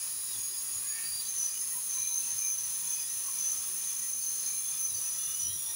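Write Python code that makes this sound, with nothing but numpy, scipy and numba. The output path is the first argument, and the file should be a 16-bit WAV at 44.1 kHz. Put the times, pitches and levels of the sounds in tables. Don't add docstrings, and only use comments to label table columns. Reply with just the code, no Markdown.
import sys
import numpy as np
from scipy import signal
from scipy.fft import rfft, irfft
from scipy.io import wavfile
from scipy.ndimage import uniform_filter1d
from numba import njit

SR = 44100
rng = np.random.default_rng(int(sys.argv[2]) if len(sys.argv) > 2 else 0)


def convert_level_to_amplitude(level_db):
    exponent = np.asarray(level_db, float) / 20
    return 10 ** exponent


def master(y):
    cut = np.clip(np.atleast_2d(y).T, -1, 1)
    pcm = np.round(cut * 32767)
    wavfile.write(sys.argv[1], SR, pcm.astype(np.int16))


N = 253575


def level(x, db):
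    return x * convert_level_to_amplitude(db) / np.sqrt(np.mean(x ** 2))


def noise(size=N):
    return rng.standard_normal(size)


@njit
def svf(x, hz, width):
    y, b, l = np.empty(len(x)), 0., 0.
    for i in range(len(x)):
        g, k = np.tan(np.pi * hz[i] / SR), width[i] / hz[i]
        v = (b + g * (x[i] - l)) / (1 + g * (g + k))
        b, l, y[i] = 2 * v - b, l + 2 * g * v, k * v
    return y


def colour(x, spectrum):
    hz, db = np.transpose(spectrum)
    grid = np.fft.rfftfreq(len(x), 1 / SR) + 1
    gain = convert_level_to_amplitude(np.interp(np.log(grid), np.log(hz), db))
    return irfft(rfft(x) * gain, len(x))


def walk(rate):
    k = int(SR / rate)
    held = np.repeat(rng.standard_normal(N // k + 1), k)
    w = uniform_filter1d(uniform_filter1d(held, k), k)[:N]
    return w / np.std(w)


def steady(x, hold_s, share):
    power = uniform_filter1d(x ** 2, int(max(hold_s, .002) * SR)) + 1e-18
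    return level(x * power ** (-share / 2), 0)


def ring(hz, width, size=N):
    hz = hz * np.ones(size)
    width = 1.205 * width * np.ones(size)
    return svf(svf(noise(size), hz, width), hz, width) / np.sqrt(width)


def modes(table, flicker_db, rate):
    total = 0
    for hz, width, db in table:
        flicker = convert_level_to_amplitude(db + flicker_db * walk(rate))
        total = total + flicker * np.sqrt(width) * ring(hz + 0.46 * width * walk(10), width)
    return level(total, 0)


def echo(x, t60, wet):
    t = np.arange(SR // 2) / SR
    tail = noise(len(t)) * 1000. ** (-t / t60) * (t > .003)
    tail = tail / np.sqrt(np.sum(tail ** 2))
    wet = np.clip(wet, 0, 1)
    return np.sqrt(1 - wet) * x + np.sqrt(wet) * signal.fftconvolve(x, tail)[:N]


def spells(table, rest_db, rise, fall):
    t = np.arange(N) / SR
    db = rest_db + 0 * t
    for start, end, top_db, *_ in table:
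        build = 4 * np.clip((end - t) / (end - start), 0, 1)
        slopes = rise * np.maximum(start - t, 0) + fall * np.maximum(t - end, 0)
        db = np.maximum(db, top_db - build - slopes)
    return convert_level_to_amplitude(db)


def jet():
    # (frequency [Hz], density [dB per Hz])
    body_spectrum = [(380, -23.5), (650, -21.5), (1100, -12), (1460, -16), (1910, -13), (2220, -17.5),
                     (2470, -12.5), (3410, -12), (3630, -13.5), (4000, -10.5), (5530, -5.5), (6640, -1),
                     (8500, -12), (11000, -59), (18700, -120)]
    top_spectrum = [(7500, -42), (8300, -31), (8900, -12.5), (9250, 2.5), (9500, 5), (9950, 3), (10400, 2),
                    (10800, -1.5), (11100, 0.5), (11400, -7), (11900, -7), (12200, -23), (13000, -37)]
    core_spectrum = [(11000, -45), (12000, -19), (12300, -16), (12700, -13), (13000, -17), (13900, -18),
                     (14200, -14), (14500, -8), (14900, -3), (15200, -1), (15900, 0)]
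    # (frequency [Hz], width [Hz], level [dB])
    lid_modes = [(1120, 26, -8.5), (1926, 19.5, -5.5), (2394, 54, -4.5), (3430, 38.5, -2.5),
                 (3862, 90, -5.5), (4150, 26, -1), (5104, 54, 0.5)]
    stem_modes = [(6790, 96, 4), (6760, 66, -26), (7510, 49, -3), (8470, 47, -14), (8840, 58, -9)]
    nozzle_modes = [(9640, 72, -1.5), (10290, 61, 3.5), (10630, 180, -3), (11100, 96, -5)]

    body = level(colour(noise(), body_spectrum), -46) * convert_level_to_amplitude(1.19 * walk(9.44))
    top = level(colour(noise(), top_spectrum), -38) * convert_level_to_amplitude(0.49 * walk(12))
    flutter = convert_level_to_amplitude(.4 * walk(10) + .8 * walk(40) + 1.3 * walk(200))
    core_gain = convert_level_to_amplitude(-36 + 1.3 * (np.arange(N) / SR > 1.7))
    core = core_gain * level(flutter * colour(noise(), core_spectrum), 0)
    lid = level(modes(lid_modes, 3.9, 12), -56.5)
    stem = level(modes(stem_modes, 2.5, 22), -52.5)
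    nozzle = level(modes(nozzle_modes, 0.75, 19), -44)
    return echo(body, t60=0.48, wet=0.1) + echo(top, 0.038, 0.05) + core + lid + stem + nozzle


def edge_tone(hz, gain, width, wobble):
    return gain * steady(ring(hz + wobble * width * walk(25), width), hold_s=.022, share=.9)


def locked(table, rest_db):
    return spells(table, rest_db, rise=352, fall=380)


def early_stages(t):
    # (start [s], end [s], level [dB], pitch [Hz])
    high_locks = [
        (-.02, .03, -47, 6600),
        (.19, .255, -52, 6790),
        (0.37, 0.483, -43.5, 6630),
        (.565, .6, -45, 6600),
        (0.726, 0.772, -39.5, 6760),
        (0.878, 0.925, -37.5, 6755),
        (1.098, 1.2, -48, 6850),
    ]
    # (start [s], end [s], level [dB])
    low_locks = [
        (.1, .2, -54),
        (.51, .59, -49),
        (.68, .71, -53),
        (.89, .975, -47),
        (1.05, 1.11, -41),
        (1.13, 1.21, -38.5),
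        (1.23, 1.27, -47),
    ]
    early = np.clip((1.29 - t) / 0.028 + 1, 0, 1)

    middles = np.mean(np.array(high_locks)[:, :2], axis=1)
    high_hz = np.interp(t, middles, np.array(high_locks)[:, -1])
    high = convert_level_to_amplitude(0.5) * edge_tone(high_hz, early * locked(high_locks, -55), 43.0, 0.31)

    settle_s = [.88 - .02, .88 + .02]
    sag_hz = 1500 * np.maximum(t - low_locks[-1][0], 0)
    low_hz = np.interp(t, settle_s, (4810, 4736)) - sag_hz
    low_width = np.interp(t, settle_s, (62, 20))
    low = convert_level_to_amplitude(1.5) * edge_tone(low_hz, early * locked(low_locks, -58), low_width, 0.41)
    return high + low


def main_stage(t):
    # (time [s], pitch [Hz], resting level [dB], width [Hz])
    opening = [(1.24, 6180, -47, 170), (1.36, 6150, -44, 150), (1.43, 6000, -44, 150),
               (1.62, 6310, -45, 120), (1.8, 6460, -47, 120), (1.93, 6190, -43, 90), (2.32, 6235, -44, 85),
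               (2.68, 6125, -42, 70), (2.82, 6280, -46, 90), (3.08, 6120, -43, 70), (3.55, 6140, -42, 50),
               (3.63, 6290, -45, 80), (4.03, 6190, -41, 55), (4.63, 6285, -41, 55), (5.03, 6040, -43, 55),
               (5.34, 6060, -43, 65), (5.42, 5925, -44, 50), (5.62, 5795, -47, 65)]
    # (start [s], end [s], level at the end [dB])
    main_locks = [(1.275, 1.31, -38), (1.36, 1.47, -34), (1.56, 1.62, -40.5), (1.9, 2.03, -34),
                  (2.06, 2.09, -33), (2.12, 2.195, -32.5), (2.24, 2.33, -36.5), (2.38, 2.535, -32),
                  (2.575, 2.6, -34.5), (2.63, 2.65, -36.5), (2.86, 2.94, -35), (2.985, 3.01, -36),
                  (3.375, 3.53, -33), (3.55, 3.58, -37), (3.82, 3.9, -37.5), (3.92, 4.0, -38),
                  (4.07, 4.14, -34.5), (4.18, 4.3, -36), (4.33, 4.42, -37.5), (4.465, 4.5, -32.5),
                  (4.565, 4.6, -38), (4.68, 4.75, -36.5), (4.8, 4.86, -32.5), (4.89, 4.98, -35.5),
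                  (5.02, 5.1, -39), (5.17, 5.26, -39), (5.29, 5.35, -38), (5.4, 5.475, -33.5),
                  (5.535, 5.555, -38.5), (5.64, 5.71, -41.5)]
    s, *columns = np.transpose(opening)
    hz, rest_db, width = (np.interp(t, s, c) for c in columns)
    gain = locked(main_locks, rest_db) * np.clip((t - s[0]) / .02 + 1, 0, 1)
    strong_strand = edge_tone(hz - 12, gain, .8 * width, .3)
    weak_strand = convert_level_to_amplitude(-4) * edge_tone(hz + .9 * width, gain, .8 * width, .4)
    skirt = np.sqrt(gain) * level(ring(hz + 40., 750.0), -30.5)
    octave = gain * level(ring(2 * hz, 250.), -28)
    return strong_strand + weak_strand + skirt + octave


def late_stage(t):
    climb_s = np.maximum(t - 5.29, 0)
    hz = 2850 + 1450 * climb_s
    width = 45 + 800 * climb_s
    gain = convert_level_to_amplitude(-56) * np.clip((t - 5.2) / 0.023 + 1, 0, 1)
    return edge_tone(hz, gain, width, .3) * convert_level_to_amplitude(2.0 * walk(30))


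def whistle():
    t = np.arange(N) / SR
    return early_stages(t) + main_stage(t) + late_stage(t)


def burner():
    # (frequency [Hz], density [dB per Hz])
    rumble_spectrum = [(15, -39), (25, 5), (44, -42), (86, -11), (161, 3), (297, -8.5), (368, -5),
                       (469, -1), (660, -8), (750, -6.5), (980, -1), (1650, -120)]
    # (frequency [Hz], width [Hz], level [dB])
    hum_modes = [(90.8, 10, 2), (162.7, 17, 3.5), (250, 26, -2), (320, 7.7, -3.5), (368, 17.3, 2),
                 (383, 11, -3), (425, 5.5, -1.5), (734, 14, -6.5), (970, 27.5, -3.5), (1270, 32, -3.5)]
    # (start [s], end [s], level [dB])
    flame_puffs = [(.14, .17, -64), (.36, .4, -58), (.755, .78, -58), (.85, .88, -68), (1.12, 1.15, -61.5),
                   (1.36, 1.42, -66), (2.0, 2.04, -61), (2.26, 2.3, -66), (2.33, 2.36, -59),
                   (2.56, 2.62, -66.5), (2.65, 2.7, -61), (3.13, 3.17, -66), (3.52, 3.6, -64.5),
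                   (4.14, 4.19, -70), (4.28, 4.33, -69), (4.54, 4.57, -65), (4.93, 4.97, -55.5),
                   (5.03, 5.2, -66.5), (5.28, 5.31, -62.5), (5.44, 5.5, -52), (5.51, 5.56, -54.5),
                   (5.67, 5.71, -65)]
    rumble = level(colour(noise(), rumble_spectrum), -72)
    hums = level(modes(hum_modes, 1.5, 5.44), -67.0)
    puff_gain = spells(flame_puffs, -75.5, rise=202, fall=266)
    puffs = puff_gain * steady(ring(88.0, 59.0), hold_s=.04, share=0.85)
    return rumble + hums + puffs


def flares():
    # (middle [s], frequency [Hz], level [dB],
    # length [s])
    mode_flares = [(0.32, 3800, -54, 0.088), (0.36, 3430, -55, 0.061), (1.267, 3960, -53, 0.11),
                   (1.571, 2950, -54, 0.041), (1.74, 1930, -56.5, 0.06), (1.776, 972, -55.5, 0.055),
                   (2.133, 962, -59, 0.12), (2.25, 2650, -59, 0.15), (2.283, 320, -64.5, 0.063),
                   (2.283, 967, -58, 0.06), (2.461, 2394, -52, 0.12), (2.987, 2512, -53.5, 0.092),
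                   (3.01, 4930, -48.5, 0.12), (3.292, 1096, -52.5, 0.055), (3.435, 3430, -56.0, 0.081),
                   (3.84, 3915, -55, 0.043), (3.909, 3430, -53, 0.061), (4.23, 4620, -54, 0.06),
                   (4.45, 5030, -52, 0.06), (4.463, 4310, -54, 0.083), (4.754, 3500, -55, 0.06),
                   (4.765, 5080, -49, 0.054), (4.916, 3920, -53, 0.051), (4.967, 4640, -49.5, 0.06),
                   (4.993, 485, -64.5, 0.045), (5.058, 2660, -56, 0.052), (5.51, 3890, -50.5, 0.12),
                   (5.702, 887, -59.5, 0.066), (5.709, 1885, -59.0, 0.048), (5.717, 3920, -56.0, 0.03)]
    further_flares = [(0.188, 3920, -59, 0.23), (1.5, 4820, -54, .25), (1.976, 1022, -60, 0.084),
                      (2.3, 4120, -59, 0.34), (2.92, 3430, -58.5, 0.45), (2.9, 970, -66, 0.97),
                      (3.549, 1270, -63.5, 0.28), (4.13, 540, -67, 0.067), (4.15, 250, -74, 0.92),
                      (4.33, 4220, -54.5, 0.15), (4.447, 522, -68, 0.062), (4.55, 4130, -59, 0.35),
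                      (4.681, 3430, -57, 0.2), (4.816, 1270, -64.5, 0.16), (5.2, 1270, -67, 0.45),
                      (5.303, 3540, -55.5, .08), (5.42, 3500, -55, 0.072), (5.43, 4650, -56, .08)]
    out = np.zeros(N + 2 * SR)
    t = np.arange(-SR // 2, SR // 2) / SR
    for s, hz, db, length in mode_flares + further_flares:
        swell = np.exp(-.5 * (t / (0.36 * length)) ** 2)
        tone = steady(ring(hz, min(50., hz / 25), size=SR), hold_s=.04, share=.6)
        start = int((s + .5) * SR)
        out[start:start + SR] += convert_level_to_amplitude(db) * swell * tone
    return out[SR:SR + N]


def squeak():
    # (start [s], end [s], level [dB])
    bursts = [
        (.87, .94, -50),
        (.955, .985, -45),
        (1.0, 1.055, -51.5),
        (1.09, 1.2, -66),
    ]
    # (multiple of the pitch [1], level [dB])
    overtones = [(3, -12), (3.8, -8), (4, 4), (5, -1), (5.55, -4), (6, -3)]
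    hz = np.interp(np.arange(N) / SR, (.85, .97), (415, 455))
    gain = spells(bursts, -120, rise=220., fall=360.0)
    phase = 2 * np.pi * np.cumsum(hz * (1 + .009 * walk(120))) / SR
    tone = level(sum(convert_level_to_amplitude(db) * np.sin(k * phase) for k, db in overtones), 0)
    rough = convert_level_to_amplitude(2.0 * walk(69.9))
    return echo(gain * rough * tone, t60=.5, wet=.7)


def scene():
    whistle_in_kitchen = echo(whistle(), t60=0.065, wet=0.13)
    mono = jet() + whistle_in_kitchen + flares() + burner() + squeak()
    return np.array([mono, mono])


def band_limit(x):
    return signal.sosfilt(signal.butter(12, 17120, fs=SR, output="sos"), x)


def record(dry):
    keep = np.clip((15750 - np.fft.rfftfreq(N, 1 / SR)) / 60 + .5, 0, 1) ** 2
    mix = irfft(rfft(dry) * keep, N)
    return band_limit(mix)


dry = scene()
out = record(dry)
master(out)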